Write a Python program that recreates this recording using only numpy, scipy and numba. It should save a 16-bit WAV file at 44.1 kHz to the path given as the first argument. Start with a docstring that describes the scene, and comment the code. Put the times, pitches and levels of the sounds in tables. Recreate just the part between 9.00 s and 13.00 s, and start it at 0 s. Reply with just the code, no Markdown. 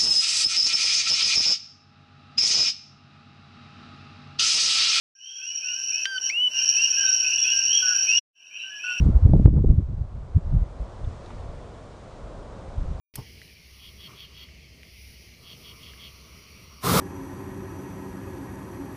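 """Gusts rumble on the microphone, hard in the first second, then in scattered puffs, as eddies
strike it and the airflow tears off its housing. It stands on a cliff top; far below, surf washes
over rocks: a soft roar, a hiss of foam above it and a few small slaps of water. The hardest buffets
overload the recorder, whose gain control ducks the sea and slowly lets it back."""
import sys
import numpy as np
from scipy import signal
from scipy.fft import rfft, irfft
from scipy.io import wavfile
from scipy.ndimage import uniform_filter1d
from numba import njit

SR = 44100
rng = np.random.default_rng(int(sys.argv[2]) if len(sys.argv) > 2 else 0)


def persist_wave(psi):
    """Save psi, clipped to +-1, as 16-bit WAV."""
    counts = np.round(np.clip(psi, -1, 1) * 32767).astype(np.int16)
    wavfile.write(sys.argv[1], SR, np.atleast_2d(counts).T)


N = 176400


def undb(db):
    """Decibels to gain."""
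    return 10 ** (np.asarray(db) / 20)


def unit(x):
    """Scale to rms 1."""
    return x / np.sqrt(np.mean(x ** 2))


def even(x, size):
    """Hold the level of a noise near 1 over spans of size samples."""
    return x / np.sqrt(uniform_filter1d(uniform_filter1d(x ** 2, size), size))


def curve(rows):
    """Join rows of time in seconds and value by straight lines."""
    return np.interp(np.arange(N) / SR, *np.array(rows).T)


def walk(rate):
    """Random levels held 1 / rate seconds and smoothed twice; spread near 1."""
    hold = int(SR / rate)
    held = rng.standard_normal(4096)[np.arange(N) // hold % 4096]
    return 1.3 * uniform_filter1d(uniform_filter1d(held, hold), hold)


def coloured_noise(points):
    """Noise at rms 1 whose spectrum follows (Hz, dB) points and falls away past their ends."""
    freqs = np.maximum(np.fft.rfftfreq(N, 1 / SR), 1)
    hz, db = np.array(points).T
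    shape = undb(np.interp(np.log(freqs), np.log(hz), db))
    skirts = np.minimum(freqs / hz[0], 1) ** 2 * np.minimum(hz[-1] / freqs, 1) ** 5
    return unit(irfft(rfft(rng.standard_normal(N)) * shape * skirts, N))


def bands(x, low_hz, count):
    """Split x into overlapping half-octave bands that add up to x; gives (Hz, band) pairs."""
    freqs = np.maximum(np.fft.rfftfreq(N, 1 / SR), 1)
    place = np.clip(2 * np.log2(freqs / low_hz), 0, count - 1)
    spectrum = rfft(x)
    return [(low_hz * 2 ** (k / 2), irfft(spectrum * np.maximum(1 - abs(place - k), 0), N))
            for k in range(count)]


def wind():
    """Turbulence on the microphone: stronger gusts shed smaller eddies, so the rumble brightens."""
    # Wind pressure on the microphone. Each row: time in seconds, level in dB.
    gust_levels = [(0, -14), (.02, -14), (.09, -13), (.13, -20), (.17, -16.5), (.2, -27.5), (.25, -19),
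                   (.31, -13.5), (.345, -10.5), (.38, -15.5), (.44, -18.5), (.48, -6.5), (.51, -13.5),
                   (.56, -10.5), (.59, -9), (.64, -16.5), (.67, -9), (.71, -9), (.76, -18), (.8, -18.5),
                   (.86, -22.5), (1.02, -23.5), (1.09, -35), (1.16, -27), (1.27, -35), (1.37, -37),
                   (1.42, -33.5), (1.46, -25.5), (1.49, -23), (1.55, -15), (1.62, -25), (1.67, -39.5),
                   (1.77, -38.5), (1.82, -29), (1.87, -40.5), (1.98, -41.5), (2.04, -33), (2.13, -39),
                   (2.29, -47), (2.35, -38.5), (2.48, -36), (2.7, -50), (3.19, -50.5), (3.24, -38),
                   (3.32, -46), (3.4, -41), (3.6, -48), (3.67, -42), (3.75, -40), (3.8, -27.5),
                   (3.85, -30.5), (3.91, -31.5), (4, -38.5)]
    # Turbulence in a moderate gust. Each row: frequency in Hz, relative density in dB.
    rumble_spectrum = [(18, -1), (35, 4.5), (65, 3), (125, -1.5), (200, -14.5), (320, -26), (550, -43.5),
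                       (1000, -59.5), (2000, -80)]
    trim_db, moderate_db, brighten = 2, -19.5, 0.24  # brighten: dB per octave for each dB of gust
    flutter_db, full_flutter_hz = 6.5, 300
    gust_db, eddies = curve(gust_levels), walk(rate=70)
    flow = even(coloured_noise(rumble_spectrum), size=1800)
    out = 0
    for hz, band in bands(flow, low_hz=27, count=12):
        octaves = max(np.log2(hz / 80), 0)
        tilt = brighten * octaves * (gust_db - moderate_db)
        flutter = flutter_db * min(hz / full_flutter_hz, 1) ** 2 * (eddies - .5)
        out = out + band * undb(tilt + flutter)
    return out * undb(gust_db + trim_db)


def churn(x):
    """Moving water: all bands surge together and each flickers on its own."""
    surge_db, flicker_db = -0.87, 0.43
    surge = surge_db * walk(rate=3.5)
    return sum(band * undb(surge + flicker_db * walk(rate=26))
               for _, band in bands(x, low_hz=150, count=13))


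def surf():
    """Breakers roar and foam hisses; heard from the cliff top, single splashes merge into a wash."""
    # Roar of the breakers and hiss of the foam. Each row: frequency in Hz, relative density in dB.
    roar_spectrum = [(30, 4.5), (100, 1.5), (170, -1), (280, -4.5), (420, -4.5), (580, -2), (800, -8.5),
                     (1080, -10.5), (1400, -16), (1800, -27.5), (2600, -36), (5000, -50)]
    foam_spectrum = [(900, 3.5), (1600, 6), (2200, 5), (2800, 1.5), (3600, 2), (5000, -1.5), (7000, -4),
                     (9000, -8.5), (10500, -19.5)]
    # How each swells and sinks. Each row: time in seconds, level in dB.
    roar_levels = [(0, -39), (.15, -38), (.4, -46.5), (.9, -44), (1.4, -42), (1.9, -40.5), (2.3, -43),
                   (2.7, -44), (3.3, -43), (4, -41.5)]
    foam_levels = [(0, -50.5), (.15, -58), (.35, -60), (.55, -60.5), (.9, -61), (1.6, -60), (2, -59),
                   (2.3, -58), (2.6, -59.5), (3.3, -58.5), (4, -59)]
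    roar = churn(coloured_noise(roar_spectrum))
    foam = churn(coloured_noise(foam_spectrum))
    return roar * undb(curve(roar_levels)) + foam * undb(curve(foam_levels))


def flaps():
    """Air tears off the microphone housing in bursts of fine turbulence, brighter than the rumble."""
    # Each row: centre in seconds, level in dB, half length in seconds, top of the spectrum in Hz.
    bursts = [(0.093, -18, 0.013, 400), (.261, -15, 0.0049, 623), (0.276, -22, 0.0042, 600),
              (0.298, -14, 0.0066, 470), (0.336, -10.5, .003, 774), (0.356, -17.5, 0.018, 667),
              (0.398, -11.5, 0.0028, 500), (0.484, -20, 0.0053, 530), (0.538, -19, 0.0092, 507),
              (0.611, -20.5, .01, 400), (0.646, -9, 0.005, 577), (0.689, -20, 0.005, 560),
              (0.712, -22, 0.0091, 600), (0.797, -17.5, 0.0084, 472), (1.379, -18.5, 0.012, 367),
              (1.535, -22, 0.007, 285)]
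    low_hz, fall_db = 178, -21.5
    t, out = np.arange(N) / SR, 0
    for at, db, half_length, top_hz in bursts:
        tear = even(coloured_noise([(low_hz, 0), (top_hz, fall_db)]), size=500)
        out = out + undb(db) * tear * np.exp(-((t - at) / half_length) ** 2)
    return out


def buffets():
    """Each eddy that strikes the microphone is one push of pressure with suction before and after."""
    # Each row: centre in seconds, peak in dB, pitch in Hz.
    eddies = [(.164, -4.5, 52), (.234, -3, 70), (0.2575, 3, 80.3), (0.342, -2.5, 150), (0.399, -4, 153),
              (.46, 9, 91), (0.703, 1.5, 61.1), (0.784, 2.5, 71.5), (1.017, -13.5, 72), (1.357, -7, 62),
              (1.368, 0, 85.2), (1.454, -15.5, 42), (1.571, -7.5, 69.3), (1.623, -11, 49.2),
              (1.817, -18.5, 55), (2.044, -26, 31.8), (2.077, -17, 69), (3.783, -19, 75), (3.816, -19, 44),
              (3.885, -34, 61.5), (3.915, -20, 51)]
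    t, out = np.arange(N) / SR, 0
    for at, db, hz in eddies:
        offset_squared = np.minimum((np.pi * hz * (t - at)) ** 2, 50)
        out = out + undb(db) * (1 - 2 * offset_squared) * np.exp(-offset_squared)
    return out


def slaps():
    """Water slaps the rocks below: short bursts of noise in one broad resonance each."""
    # Each row: start in seconds, level in dB, resonance in Hz, its width in Hz, decay in seconds.
    hits = [(2.045, -51, 3480, 900, .004), (2.26, -51, 3700, 2500, .005), (2.304, -32.5, 950, 350, 0.0045),
            (2.306, -54, 2400, 2520, 0.0084)]
    t, freqs, out = np.arange(N) / SR, np.fft.rfftfreq(N, 1 / SR), 0
    for at, db, hz, width, decay in hits:
        resonance = 1 / (1 + (2 * (freqs - hz) / width) ** 2)
        ring = unit(irfft(rfft(rng.standard_normal(N)) * resonance, N))
        age = np.maximum(t - at, 0)
        envelope = np.minimum(age / .001, 1) * np.exp(-age / decay)
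        out = out + undb(db) * ring * envelope
    return out


@njit
def gain_control(over_db, attack_s, recover_db_per_s, start_cut_db):
    """The recorder's gain cut in dB: rises quickly toward the excess level, then falls steadily."""
    out, cut = np.empty(len(over_db)), start_cut_db
    for i in range(len(over_db)):
        if over_db[i] > cut:
            cut += (over_db[i] - cut) / (attack_s * SR)
        else:
            cut = max(cut - recover_db_per_s / SR, 0.)
        out[i] = cut
    return out


def scene():
    """One microphone on the cliff top, with the sea far below and the wind right on it."""
    fade_in = np.minimum(np.arange(N) / 200, 1)
    return ((surf() + slaps() + wind() + buffets() + flaps()) * fade_in)[None]


def record(dry):
    """The recorder ducks after hard buffets, clips what gets through first and cuts the top treble."""
    limit_db, top_hz = -3.5, 10400
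    pressure = dry[0]
    over_db = 20 * np.log10(abs(pressure) + 1e-9) - limit_db
    cut_db = gain_control(over_db, attack_s=0.0033, recover_db_per_s=5.5, start_cut_db=3.5)
    clipped = np.clip(pressure * undb(-cut_db), -1, 1)
    lowpass = signal.ellip(6, .1, 55, top_hz, fs=SR, output="sos")
    return signal.sosfilt(lowpass, clipped)[None]


dry = scene()
out = record(dry)
persist_wave(out)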